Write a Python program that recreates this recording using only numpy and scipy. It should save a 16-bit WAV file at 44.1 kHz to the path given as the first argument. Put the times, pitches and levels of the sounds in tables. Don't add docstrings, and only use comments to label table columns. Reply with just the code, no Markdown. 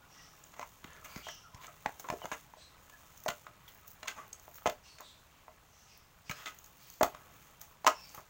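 import sys
import numpy as np
from scipy import signal
from scipy.fft import rfft, irfft
from scipy.io import wavfile

SR = 44100
rng = np.random.default_rng(int(sys.argv[2]) if len(sys.argv) > 2 else 0)


def int16_out(signal):
    q = np.round(np.clip(np.atleast_2d(signal).T, -1, 1) * 32767)
    wavfile.write(sys.argv[1], SR, q.astype(np.int16))


N = 365588


# (frequency [Hz], level [dB])
SNAP_SPECTRUM = [(80, -51), (300, -55), (900, -5), (2800, 13), (3900, 10), (4700, 11.5), (5700, 13),
                 (6600, 17), (7700, 3), (10000, -6), (12500, -7), (15600, 2.5)]
OVERTONE_RATIO, OVERTONE_DB = 2.22, -22
def pop(db, hz, cycles, crack_db, size=4096):
    t, kick = np.arange(size) / SR, signal.unit_impulse(size)
    pocket = soften(resonate(kick, hz, q=cycles), hz * 1.63)
    pocket = peaked(thin(pocket, hz * 0.074))
    overtone = peaked(soften(resonate(kick, hz * OVERTONE_RATIO, q=3.0), hz))
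    hollow = peaked(pocket + amp(OVERTONE_DB) * overtone)
    hollow = hollow - 2 * resonate(hollow, hz * 1.3, q=1.0)
    spatter = rng.standard_normal(size) * rise_and_fall(t, 0.0005, 0.0009)
    crack = amp(-20.5) * evened(colour(spatter, SNAP_SPECTRUM))
    return amp(db) * (hollow + amp(crack_db) * crack)


# (time [s], level [dB], pitch [Hz], ring [cycles], crack [dB], oil [dB], bowl drive [dB])
DOUGH_SLAPS = [(.539, -44, 1190, 1.9, -17, -12, -50), (0.5944, -32, 903, 2.3, -10, -17.5, -43.5),
               (0.613, -41, 1020, 6.6, -5, -23, -39), (0.6284, -32.5, 972, 9, -23, -18, -55),
               (0.8429, -41, 1350, 1.6, -10, -14, -45), (0.964, -48, 1700, 4, -12, -17, -56),
               (1.1607, -37.5, 1470, 0.85, -4, -16, -37.5), (1.2685, -36, 885, 1.9, -14, -14, -42),
               (1.546, -45, 1880, 2, -17, -10, -53), (1.859, -21, 837, 5.2, -32, -24.5, -64),
               (1.8609, -21, 1800, 3.2, -21.5, -31, -68), (2.0867, -35, 974, 16, -17, -7, -49),
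               (2.101, -27.5, 980, 3.8, -10.5, -11.5, -38), (2.126, -33, 645, 3.3, -33, -16, -48),
               (2.1365, -36, 410, 5.3, -33, -17, -49), (2.2175, -43.5, 940, 3.3, -14, -16, -30),
               (2.2392, -38, 690, 3.2, -13, -15, -62), (2.2445, -33.5, 596, 3.4, -27, -18, -64),
               (2.255, -34, 950, 5.3, -7, -9, -51), (2.3158, -29.5, 1080, 1.2, -20, -21, -46),
               (2.3237, -30, 1210, 2, -34, -35, -56), (2.5367, -42, 940, 7.4, -32, -20, -54),
               (2.5695, -50, 640, 6.4, -26, -18, -52), (3.2613, -26, 683, 3.2, -36, -16, -43.5),
               (3.287, -22, 1100, 1.2, -12, -14.5, -41.5), (3.467, -37, 1220, 4, -30, -18.5, -41),
               (4.0303, -37, 1370, 0.67, -10, -8.5, -34.5), (4.0815, -28.5, 2230, 2.6, -1.5, -15, -53),
               (4.4797, -42, 790, 1.6, -34, -24, -46), (4.583, -42.5, 1400, 3, -21, -18, -54),
               (4.621, -45, 1100, 3.1, -24, -23, -56), (4.6585, -19, 840, 0.9, -29, -22, -38),
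               (4.6632, -23, 880, 2.7, -24, -18, -48), (4.665, -24.5, 1260, 2, -17, -16, -52),
               (4.6725, -22.5, 736, 3.3, -8, -12, -50.5), (4.985, -47.5, 1550, 2.2, -2, -8, -35),
               (5.481, -44.5, 950, 3.5, -34, -28, -35.5), (6.4588, -36.5, 1390, 6.1, -8, -5.5, -53),
               (7.0101, -17, 613, 1.8, -42, -22, -44.5), (7.0137, -15.5, 800, 1.8, -34, -23, -59),
               (7.023, -28, 606, 4.4, -40, -36, -57), (7.0308, -16, 920, 4.7, -7.5, -13.5, -56),
               (7.0335, -17.5, 1010, 3.6, -11.5, -37, -66), (7.045, -25.5, 720, 4.3, -14, -17, -50),
               (7.148, -38.5, 1100, 2.2, -19, -11, -39), (7.846, -26, 830, 3.8, -15.5, -19, -50),
               (7.8661, -11.5, 1016, 7.7, -6, -13.5, -45), (7.8739, -15, 1004, 2.2, -5, -6.5, -52),
               (7.8805, -11, 1066, 2.7, -34, -29, -47.5)]
OIL_PITCH_RATIO, OIL_FIZZ_DB, OIL_S = 1.705, -18.5, 0.0047
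TOUCH_S, TOUCH_DB = 0.0035, -15
def slaps():
    out = np.zeros(N)
    for s, db, hz, cycles, crack_db, oil_db, ring_db in DOUGH_SLAPS:
        burst, oil_hz = pop(db, hz, cycles, crack_db), hz * OIL_PITCH_RATIO
        add(out, s, burst)
        add(out, s, amp(ring_db) * bowl(burst))
        add(out, s - TOUCH_S, squelch(TOUCH_S, db + oil_db + TOUCH_DB, oil_hz, OIL_FIZZ_DB))
        add(out, s, squelch(OIL_S, db + oil_db, oil_hz, OIL_FIZZ_DB))
    return out


# (frequency [Hz], level [dB], t60 [s])
BOWL_MODES = [(250, -0.5, 0.16), (300, -5, 0.054), (380, -7.5, 0.078), (462, -3.5, 0.12),
              (604.3, 0.5, 0.15), (675.7, -1.5, 0.11), (877, -4.5, 0.048), (1016, -2, 0.035),
              (1210, -13, 0.022), (1353, -5, 0.14), (1966, 6.5, 0.051), (2170, 2, 0.059), (2580, -30, .072)]
WALL_DETUNE, WALL_SAG, WALL_SAG_S = .025, .035, .02
def bowl(x):
    t = np.arange(SR // 3) / SR
    shifts = 1 + WALL_DETUNE * rng.uniform(-1, 1, len(BOWL_MODES))
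    clock = t + WALL_SAG * WALL_SAG_S * (1 - np.exp(-t / WALL_SAG_S))
    ring = sum(amp(db - 60 * t / t60) * np.cos(2 * np.pi * hz * shift * clock)
               for (hz, db, t60), shift in zip(BOWL_MODES, shifts))
    return signal.oaconvolve(x, ring)[:N]


# (frequency [Hz], level [dB])
PEEL_SPECTRUM = [(500, -22), (2000, -7), (3200, -4), (4800, -9), (5700, -4), (6600, 2), (8200, -8),
                 (11000, -11), (13500, -6), (15600, 2)]
def squelch(length, db, hz, fizz_db, size=12000):
    t = np.arange(size) / SR
    u = t / max(length, .002)
    rush = clicks(per_s=4000, spread_db=3.0, size=size) * (1 - np.exp(-u / 0.05)) * np.exp(-u ** 2)
    body = soften(resonate(rush, hz, q=0.38), hz * 2.43)
    fold = evened(thin(body, hz * 0.041)) + amp(-1.5) * evened(colour(rush, SNAP_SPECTRUM))
    pitches = hz * np.geomspace(.62, 1.65, num=5) * rng.uniform(0.93, 1.05, size=5)
    struck = rng.integers(len(pitches), size=size)
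    bubbles = evened(sum(resonate(rush * (struck == k), f, q=11) / f for k, f in enumerate(pitches)))
    fizz = evened(colour(rush, PEEL_SPECTRUM))
    return amp(db) * np.sqrt(length / t[-1]) * (.65 * fold + .75 * bubbles + amp(fizz_db) * fizz)


# (time [s], length [s], level [dB], pitch [Hz], relative fizz [dB])
OILY_FOLDS = [(0.561, 0.06, -61.5, 1390, -12), (0.61, 0.03, -54, 1460, -14),
              (0.842, 0.0054, -51.5, 1720, -7), (0.857, 0.11, -66, 1800, -18), (1.043, 0.021, -52, 1620, 2),
              (1.068, 0.21, -65, 1810, 6), (1.176, 0.0045, -51, 1520, 0), (1.284, 0.0093, -44, 1630, -19),
              (1.613, 0.031, -61, 2370, 2), (1.633, 0.032, -54, 1770, -8),
              (1.996, 0.012, -54.5, 1300, 11.5), (2.316, 0.024, -40.5, 1526, -27),
              (2.897, 0.0046, -59, 1640, 8.5), (3.2815, 0.0079, -35, 2230, -2.5),
              (3.3015, 0.0048, -38, 1880, -14), (4.054, 0.0091, -51.5, 1420, -18),
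              (4.073, 0.038, -44, 2080, -11), (4.155, 0.077, -56, 1480, -25),
              (4.661, 0.014, -39, 1940, -23), (4.6965, 0.0041, -41, 2560, 0),
              (6.295, 0.0082, -39.5, 1660, -9), (6.3103, 0.011, -40, 1900, -7),
              (6.35, 0.16, -57.5, 1930, -2), (6.463, 0.03, -45, 1950, -14), (7.0292, 0.0038, -39, 2200, 14),
              (7.606, 0.055, -66.5, 1410, 12), (8.14, 0.024, -55.5, 1440, -7)]
def squelches():
    out = np.zeros(N)
    for s, length, db, hz, fizz_db in OILY_FOLDS:
        add(out, s, squelch(length, db, hz, fizz_db))
    return out


# (time [s], level [dB], starting pitch [Hz])
AIR_PLOPS = [(1.678, -42.5, 1390), (2.042, -37.5, 1210), (3.678, -45, 3600), (4.181, -42.5, 1295),
             (5, -42, 1270), (8.176, -39, 1310)]
def plops(size=3000):
    out, t = np.zeros(N), np.arange(size) / SR
    for s, db, hz in AIR_PLOPS:
        pitch = hz * (1 - 0.31 * (1 - np.exp(-t / 0.015)))
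        gulp = np.sin(2 * np.pi * np.cumsum(pitch) / SR) * rise_and_fall(t, 0.0022, 0.0066)
        froth = soften(resonate(rng.standard_normal(size), hz, q=0.6), hz * 0.95)
        froth *= rise_and_fall(t, 0.00061, 0.023)
        add(out, s, amp(db) * (peaked(gulp) + amp(2.5) * peaked(froth)))
    return amp(-6.0) * out


# (time [s], level [dB], pitch [Hz])
HAND_THUDS = [(0.847, -46, 223), (1.164, -40.5, 206), (1.545, -45.5, 92), (1.862, -40.5, 250),
              (2.099, -43, 144), (2.124, -40, 275), (2.249, -47.5, 212), (2.321, -49, 250),
              (3.287, -41.5, 186), (4.66, -35, 338), (4.674, -39.5, 179), (6.298, -40, 138),
              (7.013, -49, 280), (7.03, -30.5, 280), (8.178, -53, 110)]
def thuds(size=8000):
    out, t = np.zeros(N), np.arange(size) / SR
    for s, db, hz in HAND_THUDS:
        wobble = np.sin(2 * np.pi * hz * t) * rise_and_fall(t, 0.0015, 0.51 / hz)
        u = t * hz / 2.0
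        push = soften((1 - u) * np.exp(-u), hz * 1.6)
        add(out, s, amp(db) * (peaked(wobble) + amp(-2.5) * peaked(push)))
    return amp(3.0) * thin(out, hz=63.0)


# (time [s], level [dB], lower microphone peak's share [dB])
STRAND_TICKS = [(0.4387, -40, 10), (0.5194, -50, 2), (0.6764, -52, 0), (0.9317, -44.5, 2), (1.546, -54, 2),
                (1.667, -36.5, -1), (0.801, -61, -7), (2.9885, -59, -22), (3.175, -39, -4),
                (3.202, -40, -5), (3.237, -35, -8), (3.682, -43, -5), (3.72, -49, 8), (3.8887, -48, -7),
                (4.279, -43, -9), (4.2911, -46, -20), (4.329, -31, 3), (4.396, -42.5, -1.5),
                (4.451, -48, -4), (4.543, -38.5, -6), (4.561, -45, -6), (5.006, -35.5, -5),
                (5.975, -41.5, -13), (6.587, -38, -3), (6.642, -40, -2), (6.66, -42, -6), (6.77, -47, -19),
                (6.8837, -45, -15), (6.9005, -34.5, -6.5), (6.938, -39, -5), (7.596, -46, -15),
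                (7.614, -29, -8), (8.092, -38.5, 3), (8.1473, -33, -8)]
MIC_LOW_PEAK_HZ, MIC_HIGH_PEAK_HZ = 6570, 15300
def ticks(size=1500):
    out, t = np.zeros(N), np.arange(size) / SR
    for s, db, low_db in STRAND_TICKS:
        spray = rng.standard_normal(size) * rise_and_fall(t, 0.0011, 0.0018)
        low = peaked(resonate(spray, MIC_LOW_PEAK_HZ, q=9.7))
        high = peaked(resonate(spray, MIC_HIGH_PEAK_HZ, q=7.5))
        share = min(amp(low_db), .95)
        add(out, s, amp(db) * (share * low + np.sqrt(1 - share ** 2) * high))
    return amp(-2.5) * out


# (time [s], length [s], level [dB])
SKIN_STRETCHES = [(0.335, 0.19, -61), (.8, 0.12, -68), (1.06, 0.34, -58), (2.857, 0.11, -67),
                  (3.03, 0.38, -72), (3.62, 0.2, -57.5), (3.847, 0.11, -49.5), (4.203, .15, -74),
                  (4.365, 0.38, -54), (6.472, 0.31, -58.5), (6.766, 0.33, -56.5), (7.12, 0.38, -64),
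                  (7.67, 0.069, -57), (7.95, 0.27, -63)]
# (frequency [Hz], level [dB])
SIZZLE_SPECTRUM = [(1000, -37), (4500, -14), (6700, -5), (9000, -17), (12000, -11), (14000, -2), (15600, 4)]
def sizzles():
    out, t = np.zeros(N), np.arange(N) / SR
    clumps = amp(4.5 * np.clip(wander(hz=45.0, size=N), -2, 2))
    crackle = clicks(per_s=1100, spread_db=3.5, size=N) * clumps
    sizzle = evened(colour(crackle, SIZZLE_SPECTRUM))
    for s, length, db in SKIN_STRETCHES:
        u = np.clip((t - s) / length, 0, 1)
        out += amp(db) * np.sqrt(abs(np.sin(np.pi * u ** 1.3))) * sizzle
    return out


# (time [s], length [s], squeeze [dB], peel [dB])
KNEADING_STROKES = [(0.0, 0.99, -65, -61.5), (0.83, 0.41, -59, -59.5), (1.52, 0.81, -63.5, -56.5),
                    (2.152, 0.28, -63, -54.5), (2.693, 0.86, -65.5, -57.5), (3.43, 1, -67, -65),
                    (4.032, 0.71, -64.5, -66), (6.266, 1, -69.5, -62), (7.025, 0.6, -61.5, -61),
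                    (7.954, 0.26, -65, -56)]
PRESS_AT, PULL_AT = 0.16, 0.8
PRESS_SHARPNESS, PULL_GROWTH_DB, LET_GO_S = 0.22, 8, 0.074
RESTING_SQUEEZE_DB, RESTING_PEEL_DB = -68.5, -69.5
def effort():
    t = np.arange(N) / SR
    squeeze_power, peel_power = amp(RESTING_SQUEEZE_DB) ** 2, amp(RESTING_PEEL_DB) ** 2
    for s, length, squeeze_db, peel_db in KNEADING_STROKES:
        u = np.maximum(t - s, 0) / length
        press = (u / PRESS_AT * np.exp(1 - u / PRESS_AT)) ** PRESS_SHARPNESS
        grip = np.minimum(u / PRESS_AT, 1) * amp(PULL_GROWTH_DB * np.minimum(u / PULL_AT - 1, 0))
        pull = grip * np.exp(-np.maximum(u - PULL_AT, 0) * length / LET_GO_S)
        squeeze_power += (amp(squeeze_db) * press) ** 2
        peel_power += (amp(peel_db) * pull) ** 2
    return np.sqrt(squeeze_power), np.sqrt(peel_power)


# (frequency [Hz], level [dB])
SQUEEZE_SPECTRUM = [(60, 17), (250, -11.5), (600, -4.5), (1150, 2.5), (1700, -2.5), (3000, -3.5),
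                    (5000, -13), (12000, 3)]
def kneading():
    squeeze, peel = effort()
    bubbles = sum(resonate(clicks(per_s=90, spread_db=2.0, size=N), hz, q=9.9) / np.sqrt(hz)
                  for hz in np.geomspace(150, 5000, num=24))
    clumps = amp(0.5 * wander(hz=30.0, size=N))
    crackle = clicks(per_s=1400, spread_db=3.5, size=N) * clumps
    squeezing = squeeze * evened(colour(bubbles, SQUEEZE_SPECTRUM))
    return squeezing + peel * evened(colour(crackle, PEEL_SPECTRUM))


# (time [s], length [s], level [dB], first pitch [Hz], last pitch [Hz])
SKIN_SQUEAKS = [(0.0, 0.062, -60, 1410, 1464), (0.13, 0.16, -64, 1970, 1900),
                (0.842, 0.61, -61, 1407, 1340), (0.855, 0.18, -62, 1780, 1685),
                (1.066, 0.11, -58.5, 1060, 1030), (1.431, 0.06, -53.5, 1450, 1220),
                (1.483, 0.2, -56.5, 1005, 969), (2.218, 0.026, -49.5, 3140, 2890),
                (2.903, 0.079, -59, 1780, 1600), (4.161, 0.072, -49, 1202, 1176)]
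def squeaks(size=26000):
    out, t = np.zeros(N), np.arange(size) / SR
    for s, length, db, first_hz, last_hz in SKIN_SQUEAKS:
        u = np.minimum(t / length, 1)
        flutter_hz = 16 * wander(hz=25.0, size=size)
        grip = evened(1 + 1.1 * wander(hz=70.0, size=size))
        turns = np.cumsum(first_hz + (last_hz - first_hz) * u + flutter_hz) / SR
        add(out, s, amp(db) * np.sin(np.pi * u) * grip * np.sin(2 * np.pi * turns))
    return out


# (delay [s], level [dB])
FIRST_ECHOES = [(.0095, -22.5), (0.0142, -25), (0.0215, -41), (.033, -20)]
# (frequency [Hz], t60 [s])
KITCHEN_DECAY = [(150, 0.2), (700, 0.2), (2500, 0.19), (7000, 0.19), (15000, 0.21)]
def kitchen(x, wet_db, onset_s):
    out = x + amp(wet_db) * tail(x, KITCHEN_DECAY, onset_s)
    dull = soften(x, hz=2570.0)
    for s, db in FIRST_ECHOES:
        add(out, s, amp(db) * dull)
    return out


# (time [s], length [s], level [dB], pitch [Hz], width [Hz], relative octave [dB], relative rasp [dB])
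FAR_CHIRPS = [(0.08, 0.2, -72, 2810, 397, 10, 7), (1.058, 0.17, -58, 2320, 350, -3.5, -20),
              (1.22, 0.066, -50, 3070, 800, -10, -8.5), (1.268, 0.058, -59.5, 2830, 402, 7.5, -18),
              (2.556, 0.076, -59, 4000, 450, -11, -2), (4.827, 0.056, -61, 2700, 600, 1.5, 0.5),
              (4.849, 0.09, -61, 4450, 400, -13, -9), (4.995, 0.11, -58, 3700, 1000, -9.5, -7.5),
              (5.281, 0.13, -70, 2600, 1800, -22, -18), (5.665, 0.24, -81, 2970, 800, 13, 9.5),
              (5.869, 0.08, -63.5, 2580, 710, 0.5, -15), (6.241, 0.12, -65, 2570, 250, 5, 5.5),
              (6.776, 0.14, -69, 4550, 453, -14, 7), (7.925, 0.066, -61, 2680, 200, 7, -3),
              (8.008, 0.062, -62, 2330, 220, 4, -6)]
# (frequency [Hz], t60 [s])
FAR_DECAY = [(2000, 0.42), (8000, 0.57)]
def chirps(size=SR // 2):
    out = np.zeros(N)
    for s, length, db, hz, width_hz, octave_db, rasp_db in FAR_CHIRPS:
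        u = np.minimum(np.arange(size) / (length * SR), 1)
        note = band(hz, width_hz, size) + amp(octave_db) * band(2 * hz, 2 * width_hz, size)
        hiss = soften(rng.standard_normal(size), hz=6800.0, order=4)
        rasp = evened(thin(hiss, hz=2100.0))
        add(out, s, amp(db) * np.sqrt(abs(np.sin(np.pi * u))) * (note + amp(rasp_db) * rasp))
    return amp(0.5) * tail(out, FAR_DECAY, onset_s=0.0009)


# (frequency [Hz], level [dB])
ROOM_TONE_SPECTRUM = [(12, -12), (20, -1), (45, -2), (66, 2), (105, -1), (200, -10), (377, -15),
                      (1150, -15), (2000, -18), (4800, -23), (6700, -21), (9400, -29), (12000, -30),
                      (16000, -21)]
def room_tone(rms_db):
    shape = amp(curve_at(ROOM_TONE_SPECTRUM, np.fft.rfftfreq(N, 1 / SR)))
    return amp(rms_db) * evened(irfft(rfft(rng.standard_normal(N)) * shape, N))


def tail(x, decay, onset_s):
    taps = rng.standard_normal(SR // 2) * (rng.random(SR // 2) < 5000 / SR)
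    hz, t, bands = signal.stft(taps, SR, nperseg=256)
    fade = amp(-60 * t / curve_at(decay, hz)[:, None])
    echoes = signal.istft(bands * fade, SR, nperseg=256)[1]
    echoes *= 1 - np.exp(-(np.arange(len(echoes)) / SR / onset_s) ** 2)
    return signal.oaconvolve(x, echoes / np.linalg.norm(echoes))[:N]


def clicks(per_s, spread_db, size):
    chance, sign = rng.random((2, size))
    strength = amp(spread_db * np.minimum(rng.exponential(1, size), 4))
    return (chance < per_s / SR) * np.sign(sign - .5) * strength


def band(hz, width_hz, size):
    q = hz / width_hz
    return evened(resonate(resonate(rng.standard_normal(size), hz, q), hz, q))


def wander(hz, size):
    return evened(soften(rng.standard_normal(size), hz))


def colour(x, points, size=2048):
    log_gain = np.log(amp(curve_at(points, abs(np.fft.fftfreq(size, 1 / SR)))))
    taps = np.fft.ifft(np.exp(np.conj(signal.hilbert(log_gain)))).real
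    return signal.oaconvolve(x, taps[:size // 2])[:len(x)]


def resonate(x, hz, q):
    return signal.lfilter(*signal.iirpeak(min(hz, SR * .45), max(q, .4), SR), x)


def soften(x, hz, order=2):
    return signal.lfilter(*signal.butter(order, min(hz, SR / 3), fs=SR), x)


def thin(x, hz):
    return signal.lfilter(*signal.butter(2, hz, "high", fs=SR), x)


def rise_and_fall(t, rise_s, fall_s):
    return (1 - np.exp(-t / rise_s)) * np.exp(-t / fall_s)


def amp(db):
    return 10 ** (np.asarray(db) / 20)


def evened(x):
    return x / np.sqrt(np.mean(x ** 2) + 1e-20)


def peaked(x):
    return x / np.max(abs(x))


def curve_at(points, hz):
    point_hz, values = np.transpose(points)
    return np.interp(np.log(hz + 1), np.log(point_hz + 1), values)


def add(mix, s, sound):
    part = mix[max(round(s * SR), 0):][:len(sound)]
    part += sound[:len(part)]


def scene():
    folds = squelches() + plops()
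    dough = slaps() + folds + amp(-49.5) * bowl(folds)
    dough += ticks() + sizzles() + kneading() + thuds() + squeaks()
    mono = kitchen(dough, wet_db=-8.5, onset_s=0.003) + chirps() + room_tone(rms_db=-64.7)
    return np.array([mono, mono])


CEILING, BAND_LIMIT_HZ = .52, 15900
def record(dry):
    rounded = CEILING * np.tanh(dry / CEILING)
    lowpass = signal.firwin(511, BAND_LIMIT_HZ, window=("kaiser", 9), fs=SR)
    return signal.oaconvolve(rounded, lowpass[None], "same")


dry = scene()
out = record(dry)
int16_out(out)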